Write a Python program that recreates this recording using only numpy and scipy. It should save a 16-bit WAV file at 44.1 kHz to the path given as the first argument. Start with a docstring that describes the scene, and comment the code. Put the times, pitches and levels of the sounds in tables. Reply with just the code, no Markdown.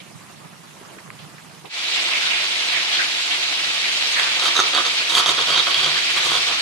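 """A wooden pestle grinds peanuts, salt and chillies in a clay dish: short gritty pushes and cracking nuts,
random fractures and snaps driving the dish's resonances. Behind it noodles simmer in a wok, shaped noise
with a few pops; then water splashes steadily, as from a running tap: coloured drops and noise with gushes."""
import sys
import numpy as np
from scipy import signal
from scipy.fft import rfft, irfft, next_fast_len
from scipy.io import wavfile
from scipy.ndimage import uniform_filter1d, map_coordinates

SR = 44100
rng = np.random.default_rng(int(sys.argv[2]) if len(sys.argv) > 2 else 0)


def generate_wav(signal):
    """Clip the signal to [-1, 1] and save it as 16-bit WAV at the path in sys.argv[1]."""
    frames = np.transpose(np.atleast_2d(signal))
    scaled = np.clip(frames, -1, 1) * 32767
    pcm = np.round(scaled).astype(np.int16)
    wavfile.write(sys.argv[1], SR, pcm)


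N = 291501

WATER_START_S = 1.686  # the wok gives way to the water

# Spectrum of the coarse splash. Each row: frequency in Hz, relative level in dB per Hz.
SPLASH_COLOUR = [(25, -48), (70, -40), (160, -19), (230, -23), (310, -16.5), (420, -22), (620, -13),
                 (1050, -11), (1600, -8), (1900, -5.5), (2300, -1), (3000, -5), (4500, -20.5), (9000, -51)]
# Pushes of the pestle. Each row: start in s, end in s, level in dB (both ears' power summed, before the room),
# brightness in dB, place on the dish (-1 to 1).
PUSHES = [(4.17, 4.226, -27.5, -6.5, 0.18), (4.42, 4.489, -20, -1, 0.089), (4.553, 4.613, -18, -4, 1),
          (4.732, 4.807, -19, -1.5, 0.15), (4.851, 4.881, -21.5, 3.5, .7), (5.092, 5.14, -22.5, 1.5, 0.3),
          (5.146, 5.208, -16, 0.5, -0.18), (5.264, 5.315, -18.3, -2, 0.25), (5.379, 5.424, -20, -0.5, 0.18),
          (5.47, 5.56, -19.5, -1, -0.49), (5.553, 5.607, -17, 4.5, 0.43), (5.671, 5.712, -24, -6.5, -0.24),
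          (5.74, 5.815, -23, 0.5, -.65), (5.816, 5.897, -21.5, -1.5, -0.27), (5.956, 5.99, -25.5, 6, -.2),
          (6.163, 6.193, -25, -7, -0.46), (6.243, 6.285, -24, 0.5, 0.28), (6.291, 6.382, -21, -0.5, -0.33),
          (6.468, 6.542, -27.5, -3.5, -0.048)]


def amp(db):
    """Decibels to gain."""
    return 10 ** (np.asarray(db) / 20)


def unit(x):
    """Scale to rms 1."""
    return x / np.sqrt(np.mean(x ** 2) + 1e-20)


def along(points, hz):
    """Read (Hz, value) points on a log frequency axis."""
    f, v = np.transpose(points)
    return np.interp(np.log(hz + 1), np.log(f + 1), v)


def wobble(rate_hz, size=N):
    """Smooth random curve through rate_hz knots a second."""
    knots = rng.standard_normal(int(size * rate_hz / SR) + 4)
    return map_coordinates(knots, [np.arange(size) * rate_hz / SR])


def sides(pan_db):
    """Left and right gains for a left-minus-right level."""
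    pan_db = np.atleast_1d(pan_db)
    return amp(np.array([pan_db, -pan_db]) / 2)


def add(track, s, sound):
    """Mix a sound into a track at s seconds."""
    part = track[..., max(round(s * SR), 0):][..., :sound.shape[-1]]
    part += sound[..., :part.shape[-1]]


def filtered(x, response):
    """Multiply the spectrum of x by a function of frequency."""
    n = x.shape[-1]
    m = next_fast_len(n + SR // 4)
    return irfft(rfft(x, m) * response(np.fft.rfftfreq(m, 1 / SR)), m)[..., :n]


def band(x, centre_hz, octaves):
    """Keep a bell-shaped band about a pitch."""
    return filtered(x, lambda hz: np.exp(-.5 * (np.log2((hz + 1) / centre_hz) / octaves) ** 2))


def grains(shape, rate_hz, spread_db):
    """Random impulses of either sign, rate_hz a second, their sizes spread in dB."""
    hit = rng.random(shape) < rate_hz / SR
    sign = np.sign(rng.standard_normal(shape))
    size = amp(spread_db * np.clip(rng.standard_normal(shape), -2, 2))
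    return unit(hit * sign * size)


def stereo(pair, colour, alike, phase, pan):
    """Colour two unrelated signals and place them between the ears by likeness, phase and level."""
    def ears(hz):
        turn = np.arccos(np.clip(along(alike, hz), -1, 1)) / 2
        lead = np.exp(.5j * along(phase, hz) * np.array([[1], [-1]]))
        mix = np.array([[np.cos(turn), np.cos(turn)], [np.sin(turn), -np.sin(turn)]])
        return mix * lead * sides(along(pan, hz)) * amp(along(colour, hz))
    return unit(filtered(pair[:, None], ears).sum(0))


def patchy(x, depth_db):
    """Random patches of gain in time and frequency."""
    z = signal.stft(x, nperseg=256)[2]
    field = uniform_filter1d(rng.standard_normal(z.shape[1:]), size=5, axis=0)
    field = uniform_filter1d(field, size=9, axis=1)
    return signal.istft(z * amp(depth_db * unit(field)), nperseg=256)[1][:, :N]


def kitchen(x, wet_db):
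    """A sound with the tiled room's short answer, decaying noise drawn anew per call and ear."""
    # Each row: frequency in Hz, t60 in s.
    decay = [(200, 0.41), (2000, 0.48), (10000, 0.097)]
    hz, t, z = signal.stft(rng.standard_normal((2, SR // 5)), SR, nperseg=256)
    tail = signal.istft(z * amp(-60 * t / along(decay, hz)[:, None]), SR, nperseg=256)[1]
    wet = amp(wet_db) * tail / np.linalg.norm(tail[0])
    response = np.pad(wet, ((0, 0), (SR // 300, 0)))
    response[:, 0] = 1  # direct sound
    return signal.fftconvolve(x, response, axes=1)


def boil():
    """Steam bubbles throb under the noodles: low noise with slow wavering and large heaves."""
    # Boil spectrum. Each row: frequency in Hz, relative level in dB per Hz.
    colour = [(25, -32), (60, -38), (100, -14), (150, -3), (200, -6), (270, -15), (600, -54), (1500, -90)]
    # Large steam bubbles heaving. Each row: centre in s, lift above the boil in dB.
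    heaves = [(.5, 6), (.72, 3), (1.1, 4.5), (1.23, 5), (1.42, 1)]
    heave_sigma_s = 0.041
    now = np.arange(N) / SR
    level_db = -49.5 + 1.6 * wobble(15.95)
    for s, lift_db in heaves:
        level_db += lift_db * np.exp(-.5 * ((now - s) / heave_sigma_s) ** 2)
    noise = rng.standard_normal((2, N))
    return amp(level_db) * stereo(noise, colour, [(150, 0.94)], [(150, -1.03)], [(150, -7.0)])


def steam():
    """Steam hisses at the surface: noise and sparse impulses in random patches."""
    # Steam spectrum. Each row: frequency in Hz, relative level in dB per Hz.
    colour = [(25, -29), (200, -18), (330, -8), (450, -11.5), (700, -10.5), (1200, -9.5), (1450, -13.5),
              (2700, -15), (5000, -19), (10800, -23.5), (15000, -39)]
    noise = rng.standard_normal((2, N)) + .5 * grains((2, N), rate_hz=900, spread_db=4.5)
    fizz = patchy(noise, depth_db=2.0)
    alike = [(400, 0.086), (1800, 0.3), (4000, .12)]
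    pan = [(300, -4.0), (700, -3.0), (9000, -2.5)]
    level_db = -43.5 + wobble(8)
    return amp(level_db) * stereo(fizz, colour, alike, [(1000, 0.34)], pan)


def pops():
    """Bubbles burst on the broth: decaying noise in a band about each pitch."""
    # Each row: start in s, peak level in dB (before panning), pitch in Hz, t60 in s.
    bursts = [(.002, -28.5, 2690, 0.18), (.146, -33.5, 140, .12), (.53, -38, 1400, 0.11),
              (.812, -37.5, 397, 0.096), (.85, -36, 1170, .16), (.965, -34.5, 360, 0.064),
              (.984, -31, 1600, .09), (1.103, -23.5, 1580, 0.01), (1.189, -33.5, 3000, 0.39),
              (1.38, -32, 1550, .05), (1.642, -34.5, 350, .17), (1.646, -29.5, 780, .14),
              (1.655, -30, 2800, .12)]
    out, t = np.zeros((2, N)), np.arange(SR // 6) / SR
    for s, peak_db, hz, t60_s in bursts:
        noise = rng.standard_normal(len(t)) + 2.3 * rng.standard_normal((2, len(t)))  # part shared by the ears
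        pop = band(noise * amp(-60 * t / t60_s), hz, octaves=0.49)
        add(out, s, amp(peak_db) * pop / np.abs(pop).max())
    return out * sides(-5.0)


def wok():
    """Boil, steam and pops, faded out as the water starts."""
    fade_s = 0.017
    fade = np.clip((WATER_START_S - np.arange(N) / SR) / fade_s + 1, 0, 1)
    return (boil() + steam() + pops()) * fade


def drops(rate_hz, patchy_db):
    """Crackling single drops over a noise blur of far ones, in random patches."""
    # Power share of single drops. Each row: frequency in Hz, share (0 to 1).
    drop_share = [(500, 0.05), (1100, 0.19), (2000, 0.77), (4000, 0.46), (7000, 0.2), (12000, 0.35)]
    share = lambda hz: np.clip(along(drop_share, hz), 0, 1)
    near = filtered(grains((2, N), rate_hz, spread_db=2.5), lambda hz: np.sqrt(share(hz)))
    far = filtered(rng.standard_normal((2, N)), lambda hz: np.sqrt(1 - share(hz)))
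    return patchy(near + far, depth_db=patchy_db)


def basin(x):
    """The hollow of the sink lifts a few narrow bands of the splashing."""
    # Each row: centre in Hz, width in Hz, lift in dB.
    hollows = [(359, 16, 5.5), (377, 18, 6), (456, 15, 11), (714, 18, 6), (820, 22, 0), (1790, 35, 0)]
    def lift(hz):
        return amp(sum(db / (1 + (2 * (hz - centre) / width) ** 2) for centre, width, db in hollows))
    return filtered(x, lift)


def stream():
    """Thousands of drops: coarse splash through the basin and finer spray, both swelling in."""
    # Spray spectrum. Each row: frequency in Hz, relative level in dB per Hz.
    spray_colour = [(100, -37.5), (1000, -23.5), (2000, -12), (3000, -3.5), (3650, -2), (4500, -4.5),
                    (5100, -9), (6500, -14.5), (8000, -19), (10000, -25.5), (12500, -34.5), (15000, -44.5)]
    # Between the ears. Each row: frequency in Hz, likeness (0 to 1).
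    alike = [(100, 0.5), (650, 0.78), (1400, 0.7), (2500, 0.12), (5000, 0.15), (9000, 0.2)]
    # Each row: frequency in Hz, left's phase lead in radians.
    phase = [(100, -0.6), (350, 0.53), (1000, 1.19), (1400, 1.5), (2500, 2.5), (8000, 2.5)]
    # Each row: frequency in Hz, left minus right in dB.
    pan = [(150, -1.5), (400, -5), (800, 0), (2000, -2), (4000, -1), (10000, -1)]
    # The stream slowly eases and gains strength. Each row: time in s, level change in dB.
    strength = [(1.8, 0.3), (2.3, 0.3), (3.1, 0), (3.55, -.4), (4.2, 1.5), (5.0, 0.95), (6.4, 1.1)]
    age_s = np.maximum(np.arange(N) / SR - WATER_START_S, 0)
    flutter_db, wander_db = 0.59, 0.4  # fast and common; slow and per layer
    stream_db = np.interp(WATER_START_S + age_s, *np.transpose(strength)) + flutter_db * wobble(55)

    def swell(db, time_constant_s):
        return amp(db + stream_db + wander_db * wobble(9)) * (1 - np.exp(-age_s / time_constant_s))

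    splash = stereo(drops(rate_hz=1700, patchy_db=0.93), SPLASH_COLOUR, alike, phase, pan)
    spray = stereo(drops(rate_hz=2600, patchy_db=1.4), spray_colour, alike, phase, pan)
    return basin(swell(-26.5, 0.1) * splash) + swell(-22.5, 0.11) * spray


def gushes():
    """The stream plunges into standing water: a band of bubble impulses and a broad slosh swell and fade."""
    # Each row: start in s, length in s (peak at a third), pitch in Hz, rms level at the peak in dB (before panning).
    plunges = [(1.91, .1, 3600, -25.5), (1.97, 0.045, 2720, -22.5), (2.106, 0.11, 2400, -22),
               (2.17, 0.19, 1520, -31.5), (2.29, 0.12, 2480, -22), (2.51, .06, 2300, -36),
               (2.67, 0.091, 3500, -24.5), (2.72, 0.11, 2150, -23), (2.92, 0.1, 3450, -22.5),
               (2.98, 0.065, 1650, -20.5), (3.303, 0.064, 3170, -21), (3.825, .085, 2270, -25),
               (4.159, 0.075, 1770, -20.5), (4.249, 0.069, 1470, -28), (5.952, 0.065, 1780, -26.5),
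               (6.06, 0.074, 2400, -25), (6.147, .08, 2150, -23.5)]
    slosh_db = -5  # against the bubbles
    out = np.zeros((2, N))
    for s, length_s, hz, db in plunges:
        u = np.arange(SR // 3) / SR / (length_s / 3)
        cloud = band(grains((2, len(u)), rate_hz=1700, spread_db=2.5), hz, octaves=0.3)
        slosh = filtered(rng.standard_normal((2, len(u))), lambda f: amp(along(SPLASH_COLOUR, f)))
        gush = unit(unit(cloud) + amp(slosh_db) * unit(slosh))
        add(out, s, amp(db) * u * np.exp(1 - u) * gush * sides(-1.8))
    return out


def water():
    """The steady stream and its gushes."""
    return stream() + gushes()


def dish(place, thud_db, bright_db, fizz_db, size=4096):
    """The clay dish's stereo impulse response; where the pestle bears decides which modes speak."""
    # Modes. Each row: frequency in Hz, width in Hz, level in dB, extra dB at place 1, left minus right in dB.
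    modes = [(151.7, 28, -14.5, -3, -6), (362, 72, -11.5, 0, -16.5), (483, 77, -10, 0, -14.5),
             (711, 87, -5.5, -5.5, 6.5), (978, 100, -5.5, 1.5, -14.5), (1130, 100, -5.5, -4, -19),
             (1264, 145, 1, 4.5, -2.5), (1454, 55, -1.5, -6, 1), (3250, 210, 6.5, -7.5, -2),
             (3720, 154, 2.5, 8, -9.5), (4537, 104, 2, -8.5, -5.5), (6360, 300, -13, 16, -1)]
    # The grit's own crunch. Each row: frequency in Hz, level in dB per Hz.
    crunch = [(25, -49), (90, -30), (250, -25.5), (600, -11), (850, -21), (1700, -9), (2900, -22),
              (4300, -38), (5500, -12), (8000, -17), (11000, -23), (15000, -58)]
    hz = np.fft.rfftfreq(size, 1 / SR)
    power = amp(along(crunch, hz)) ** 2 * sides(-0.48) ** 2
    for centre, width, db, swing_db, pan_db in modes:
        centre = centre * (1 + 0.0088 * rng.standard_normal())  # the pestle's load detunes the clay a little
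        peak = (hz * width) ** 2 / ((centre ** 2 - hz ** 2) ** 2 + (hz * width) ** 2)
        power = power + (amp(db + swing_db * place) * sides(pan_db)) ** 2 * peak ** 1.2
    tilt_points = [(170, thud_db), (300, 0), (1500, 0), (3000, bright_db), (5000, bright_db), (8000, fizz_db)]
    magnitude = np.sqrt(power) * amp(along(tilt_points, hz))
    # minimum phase: the clay rings after each contact, never before
    cepstrum = irfft(np.log(magnitude + 1e-6))
    cepstrum[:, 1:size // 2] *= 2
    cepstrum[:, size // 2 + 1:] = 0
    return irfft(np.exp(rfft(cepstrum)))


def cracks():
    """A nut breaks with one snap and a run of smaller splits, ringing the dish; each push also snaps a chip."""
    # Whole nuts giving way. Each row: start in s, peak level in dB (before the room), brightness in dB.
    nuts = [(4.197, -6, 5.5), (4.397, -8, 6), (4.457, -8, -1), (4.566, -5, 12), (4.578, -7, -2),
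            (4.5915, -3, -14), (4.6015, 0, -3.5), (4.749, -6.5, 12), (4.776, -4.5, -1), (4.866, -8.5, 6),
            (5.106, -9, 16), (5.151, -3.5, 4), (5.181, -2, -2), (5.201, -6, -2), (5.2605, -2.5, 5),
            (5.293, -2, 5), (5.578, -4, 1), (5.71, -12, 8), (5.744, -4.5, 16), (5.844, -5.5, 17),
            (5.863, -10, 0), (6.178, -9, 3), (6.268, -13, 0), (6.317, -9, -14)]
    out, t = np.zeros((2, N)), np.arange(SR // 50) / SR
    start, end, push_db, push_bright_db, places = np.transpose(PUSHES)
    chip_s = start + (end - start) * rng.random(len(start))
    chip_db = push_db + 8 + 1.5 * rng.standard_normal(len(start))
    for s, peak_db, bright_db in [*nuts, *zip(chip_s, chip_db, push_bright_db)]:
        place = np.interp(s, (start + end) / 2, places)  # where the pestle then bears
        splits = 0.31 * grains(len(t), rate_hz=4500, spread_db=0.5) * amp(-60 * t / 0.01)
        splits[0] = 1  # the main snap
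        response = dish(place, 0, bright_db, fizz_db=bright_db - 9.0)
        snap = signal.fftconvolve(splits[None], response, axes=1)
        add(out, s, kitchen(amp(peak_db) * snap / np.abs(snap).max(), wet_db=-12.0))
    return out


def pushes():
    """Each push sticks and slips over the grit, crushing it in clumps of tiny fractures."""
    # Fine fizz as the pestle passes into and out of the salt. Each row: time in s, level in dB.
    salt_fizz = [(4.45, -1), (4.75, -12), (5.13, 5), (5.42, -8.5), (5.95, -5), (6.25, 3.5), (6.5, -8)]
    thud_start_db, thud_growth_db_per_s = -3, 5.5  # as the nuts flatten, the pestle bears more heavily
    lead_s = .012  # added at each end: the pestle bears down and lifts gradually
    out = np.zeros((2, N))
    coarse = lambda hz: 1 / np.sqrt(1 + (hz / 4500) ** 6)
    fine = lambda hz: np.sqrt(1 - coarse(hz) ** 2)
    for start, end, db, bright_db, place in PUSHES:
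        n = round((max(end - start, .01) + 2 * lead_s) * SR)
        thud_db = thud_start_db + thud_growth_db_per_s * (start - PUSHES[0][0])
        fizz_db = np.interp((start + end) / 2, *np.transpose(salt_fizz))
        slips = unit(amp(2.8 * np.clip(wobble(159.5, size=n), -1.3, 1.3)))
        # coarse crumbs drive the clay in bursts, fine salt adds an even fizz
        crumbs = filtered(slips * grains(n, rate_hz=1100, spread_db=2.5), coarse)
        salt = filtered(rng.standard_normal(n), fine)
        force = signal.windows.tukey(n, .5) * (crumbs + salt)
        scrape = signal.fftconvolve(force[None], dish(place, thud_db, bright_db, fizz_db), axes=1)
        scrape *= np.sqrt(2 * n / np.sum(scrape ** 2))  # rms 1 over the push
        add(out, start - lead_s, kitchen(amp(db - 3) * scrape, wet_db=-6.5))  # -3 dB: two ears
    return out


def scene():
    """The wok, then the water with the grinding close in front of it."""
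    return wok() + water() + cracks() + pushes()


def record(dry):
    """Clip at full scale, then cut everything from the band limit up."""
    top_hz = 15330
    return filtered(np.clip(dry, -1, 1), lambda hz: hz < top_hz)


dry = scene()
out = record(dry)
generate_wav(out)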